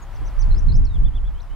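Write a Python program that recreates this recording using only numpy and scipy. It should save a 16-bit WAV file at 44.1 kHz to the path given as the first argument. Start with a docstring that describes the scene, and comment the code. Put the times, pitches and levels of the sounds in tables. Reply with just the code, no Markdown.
"""A high tick opens a small songbird's thin phrase over dry grassland; three hooks, two climbs,
a long fall, three low arches, a swoop and a short rise follow. The song is one gliding whistle,
scattered faintly back by grass and bushes. A gust buffets the microphone with low eddy noise,
over a far hush of wind or water and a faint hiss."""
import sys
import numpy as np
from scipy import signal
from scipy.fft import rfft, irfft
from scipy.io import wavfile
from scipy.ndimage import uniform_filter1d

SR = 44100
rng = np.random.default_rng(int(sys.argv[2]) if len(sys.argv) > 2 else 0)


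def file_out(sig):
    """Save sig as 16-bit WAV at sys.argv[1]."""
    # one column per channel
    cols = np.atleast_2d(sig).T
    # limit, then scale
    lim = np.clip(cols, -1, 1)
    pcm = np.round(lim * 32767).astype(np.int16)
    wavfile.write(sys.argv[1], SR, pcm)


N = 68355
TIME = np.arange(N) / SR


# Note shapes: offset_s, pitch_hz, level_db
TICK = [(0, 7640, -26), (.009, 6950, -9), (.016, 6650, -0.5), (.023, 6600, 0), (.031, 6600, -8)]
HOOK = [(0, 5500, -17), (.010, 5790, -8), (0.023, 6220, -0.5), (.028, 6180, -1.5), (.034, 5430, -0.5),
        (0.041, 4630, -3.5), (.046, 4330, -7.5), (.056, 4400, -13)]
CLIMB = [(0, 3850, -13.5), (.005, 4220, -8), (0.012, 4200, -3.5), (0.023, 4103, 1), (.029, 3800, -19.5),
         (0.036, 3800, -11), (0.043, 4350, 2), (0.049, 4790, -14), (.056, 5100, -10), (.070, 5170, -8),
         (.076, 5210, 4), (0.084, 6150, -6.5), (.089, 6210, 1), (0.094, 5650, -11)]
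FALL = [(0, 6400, -9.5), (.006, 5550, 7.5), (.014, 4800, -6), (0.025, 4240, 3.5), (0.036, 4040, -14),
        (0.054, 3880, -9), (.072, 3720, -6.5), (.082, 3680, -14), (.089, 3640, -5), (.100, 3540, -2.5),
        (.115, 3310, -3), (0.126, 2950, -14)]
ARCH = [(0, 3000, -15.5), (.010, 3290, -9), (.024, 3480, -6.5), (0.033, 3520, -4), (0.04, 3370, -5.5),
        (.047, 3100, -8.5), (.054, 2630, -13.5)]
SWOOP = [(0, 3030, -8), (.030, 3090, -4), (.042, 3294, -6), (.054, 3520, -4), (.060, 4080, 5.5),
         (.066, 5350, -16), (.073, 6200, 0), (0.079, 5500, -14), (.086, 5100, 9)]
RISE = [(0, 2950, -8), (0.017, 3040, 0.5), (0.035, 3160, -3), (.048, 3250, 0)]
# Phrase: start_s, shape, length_s, pace_ratio, level_db, swell_db
NOTES = [(.013, TICK, 0.03, 1.12, -46.5, -2), (.128, HOOK, 0.051, 0.94, -55.5, 8),
         (.251, HOOK, 0.043, 1.03, -48, -6), (.388, HOOK, 0.056, 1.03, -43, -1),
         (.506, CLIMB, 0.12, 1.0, -47.5, -10), (.682, CLIMB, .095, 1.03, -42, -3.5),
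         (.847, FALL, 0.132, 1.0, -48.5, 2.5), (1.037, ARCH, 0.05, 1.03, -43.5, -3),
         (1.132, ARCH, 0.059, 0.97, -43.5, 6), (1.243, ARCH, 0.049, 1.0, -50, -4),
         (1.344, SWOOP, 0.09, 0.95, -53, -2), (1.501, RISE, 0.058, 0.82, -57.5, -6)]

def bird(edge_s=0.0024, waver_ratio=0.0037, tremble_db=2.16, drift_hz=121, gain_db=-0.5):
    """One pure, slightly unsteady whistle gliding through each note's shape."""
    song = np.zeros(N)
    waver = 1 + waver_ratio * drift(drift_hz)
    jitter_db = tremble_db * drift(drift_hz)
    for start_s, shape, length_s, pace, level_db, swell_db in NOTES:
        contour = in_time([(start_s + offset_s / pace, hz, db) for offset_s, hz, db in shape])
        pitch_hz, shape_db = uniform_filter1d(contour, size=160, axis=1)
        age_s = TIME - start_s
        ramp = np.clip(np.minimum(age_s, length_s - age_s) / edge_s, 0, 1)
        gate = np.sin(ramp * np.pi / 2) ** 2
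        tilt_db = swell_db * (np.clip(age_s / length_s, 0, 1) - .5)
        phase = 2 * np.pi * np.cumsum(pitch_hz * waver) / SR
        song += gate * from_db(level_db + shape_db + tilt_db + jitter_db) * np.sin(phase)
    return from_db(gain_db) * song


def grass_scatter(song, t60_s=0.14, delay_s=.002, highpass_hz=3200, gain_db=-9.5):
    """Countless weak reflections from grass and bushes; thin stems return high notes best."""
    decay = from_db(-60 * TIME / t60_s) * (TIME > delay_s)
    echoes = left_right(*rng.standard_normal((2, N)), correlation=0.43) * decay
    response = rms_one(echoes) / np.sqrt(N)
    treble = signal.sosfilt(signal.butter(2, highpass_hz, "high", fs=SR, output="sos"), song)
    return from_db(gain_db) * signal.fftconvolve(treble[None], response, axes=1)[:, :N]


# Gust envelope: time_s, rumble_db, buffet_db, flutter_db
GUST_LEVELS = [(0.0, -38.5, -49.5, -55.5), (0.182, -31.5, -40.5, -53.5), (0.228, -27.5, -28.5, -39),
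               (0.254, -25.5, -39.5, -50), (0.342, -31, -41.5, -52), (0.396, -15.5, -37.5, -67),
               (0.494, -18.5, -21.5, -47), (0.524, -13.5, -24.5, -43), (0.562, -16, -27.5, -35),
               (0.608, -25, -26.5, -43.5), (0.656, -12, -22.5, -45.5), (0.724, -22, -19.5, -37),
               (0.782, -11, -21, -43.5), (0.834, -17, -28, -35.5), (0.872, -19.5, -28.5, -49.5),
               (0.906, -27.5, -29.5, -47), (1.024, -14, -27.5, -41.5), (1.078, -15, -30, -52),
               (1.116, -31.5, -38.5, -46.5), (1.168, -20, -33.5, -50), (1.202, -24.5, -39, -56.5),
               (1.252, -21.5, -38, -50.5), (1.468, -37.5, -46, -60), (1.52, -28.5, -53, -50)]
# Eddy spectra: frequency_hz, density_db
RUMBLE_SPECTRUM = [(14, -14.5), (22, 0), (30, 3.5), (46, -1.5), (62, -10.5), (100, -34.5)]
BUFFET_SPECTRUM = [(40, -13.5), (60, 2.5), (85, 1.5), (110, -4.5), (150, -15.5), (220, -28.5), (400, -53)]
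FLUTTER_SPECTRUM = [(100, -10.5), (150, -1), (210, -6), (300, -11.5), (450, -19), (900, -41.5)]
# Left-right likeness: frequency_hz, correlation
WIND_CORRELATION = [(30, 0.31), (80, -0.22), (150, 0.6), (250, 0.88), (400, 0.87)]

def microphone_wind(rumble_gain_db=3.5, buffet_gain_db=3, flutter_gain_db=-0.5):
    """Eddies at the microphone ports: slow heavy rumble, buffeting and a quicker flutter."""
    rumble_db, buffet_db, flutter_db = in_time(GUST_LEVELS)
    rumble = evened(coloured_noise(RUMBLE_SPECTRUM, WIND_CORRELATION), window_samples=2200)
    buffet = evened(coloured_noise(BUFFET_SPECTRUM, WIND_CORRELATION), window_samples=1500)
    flutter = evened(coloured_noise(FLUTTER_SPECTRUM, WIND_CORRELATION), window_samples=2200)
    return (from_db(rumble_gain_db + rumble_db) * rumble
            + from_db(buffet_gain_db + buffet_db) * buffet
            + from_db(flutter_gain_db + flutter_db) * flutter)


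# Background envelope: time_s, hush_db, hiss_db
BACKGROUND_LEVELS = [(0, -48.5, -66.5), (.07, -51, -69.5), (.12, -48.5, -68), (.4, -48.5, -68),
                     (.65, -51.5, -70.5), (.89, -55, -74), (.945, -54, -70), (1.05, -55, -74.5),
                     (1.3, -54.5, -73), (1.54, -53, -72.5)]
# Background spectra: frequency_hz, density_db
HUSH_SPECTRUM = [(100, -3), (250, -1.5), (420, -4.5), (650, 0), (1000, 1), (1500, -4.5), (2200, -10.5),
                 (3200, -16), (4500, -22.5), (7000, -34), (12000, -36.5)]
HISS_SPECTRUM = [(300, -5), (2000, 6), (5000, 3.5), (8000, 1), (12000, -1.5), (15500, -3.5)]
# Left-right likeness: frequency_hz, correlation
HUSH_CORRELATION = [(200, 0.94), (700, 0.97), (3000, 0.83)]
HISS_CORRELATION = [(2000, .1), (12000, .03)]

def hush_and_hiss(hush_gain_db=2, hiss_gain_db=7):
    """A narrow, far hush of wind or water and a wide, faint hiss."""
    hush_db, hiss_db = in_time(BACKGROUND_LEVELS)
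    hush = from_db(hush_gain_db + hush_db) * coloured_noise(HUSH_SPECTRUM, HUSH_CORRELATION)
    hiss = from_db(hiss_gain_db + hiss_db) * coloured_noise(HISS_SPECTRUM, HISS_CORRELATION)
    return hush + hiss


def coloured_noise(spectrum, correlation_curve):
    """Unit-power stereo noise with a given spectrum and left-right correlation."""
    hz, db = np.transpose(spectrum)
    bin_hz = np.maximum(np.fft.rfftfreq(N, 1 / SR), 1)
    gain = from_db(np.interp(np.log(bin_hz), np.log(hz), db))
    skirts = np.minimum(bin_hz / hz[0], 1) ** 2 * np.minimum(hz[-1] / bin_hz, 1) ** 2
    correlation = np.interp(bin_hz, *np.transpose(correlation_curve))
    white = left_right(*rfft(rng.standard_normal((2, N))), correlation)
    return rms_one(irfft(white * gain * skirts, N))


def left_right(mid, side, correlation):
    """Mix two independent noises into partly correlated channels."""
    alike = np.clip(correlation, -.99, .99)
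    return np.sqrt(1 + alike) * mid + np.sqrt(1 - alike) * side * np.array([[1], [-1]])


def evened(x, window_samples):
    """Flatten chance swells longer than the window."""
    power = uniform_filter1d(np.mean(x ** 2, axis=0), window_samples)
    return x / np.sqrt(power + 1e-9)


def drift(rate_hz):
    """Unit-power random wander, low-passed at rate_hz."""
    pole = np.exp(-2 * np.pi * rate_hz / SR)
    wander = signal.lfilter([1], [1, -2 * pole, pole * pole], rng.standard_normal(2 * N))
    return rms_one(wander[N:])


def in_time(rows):
    """Interpolate each column of a timed table to every sample."""
    time_s, *columns = np.transpose(rows)
    return np.array([np.interp(TIME, time_s, column) for column in columns])


def from_db(db):
    """Decibels to gain."""
    return 10 ** (np.asarray(db) / 20)


def rms_one(x):
    """Scale to unit power."""
    return x / np.sqrt(np.mean(x ** 2) + 1e-20)


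def scene(pan_db=0.58):
    """Bird and background lean slightly left; the wind is on the microphone itself."""
    song = bird()
    grassland = song + grass_scatter(song) + hush_and_hiss()
    return grassland * from_db([[pan_db], [-pan_db]]) + microphone_wind()


def record(dry, cutoff_hz=15800):
    """Steep low-pass on the top treble."""
    return signal.sosfilt(signal.ellip(12, .1, 90, cutoff_hz, fs=SR, output="sos"), dry)


dry = scene()
out = record(dry)
file_out(out)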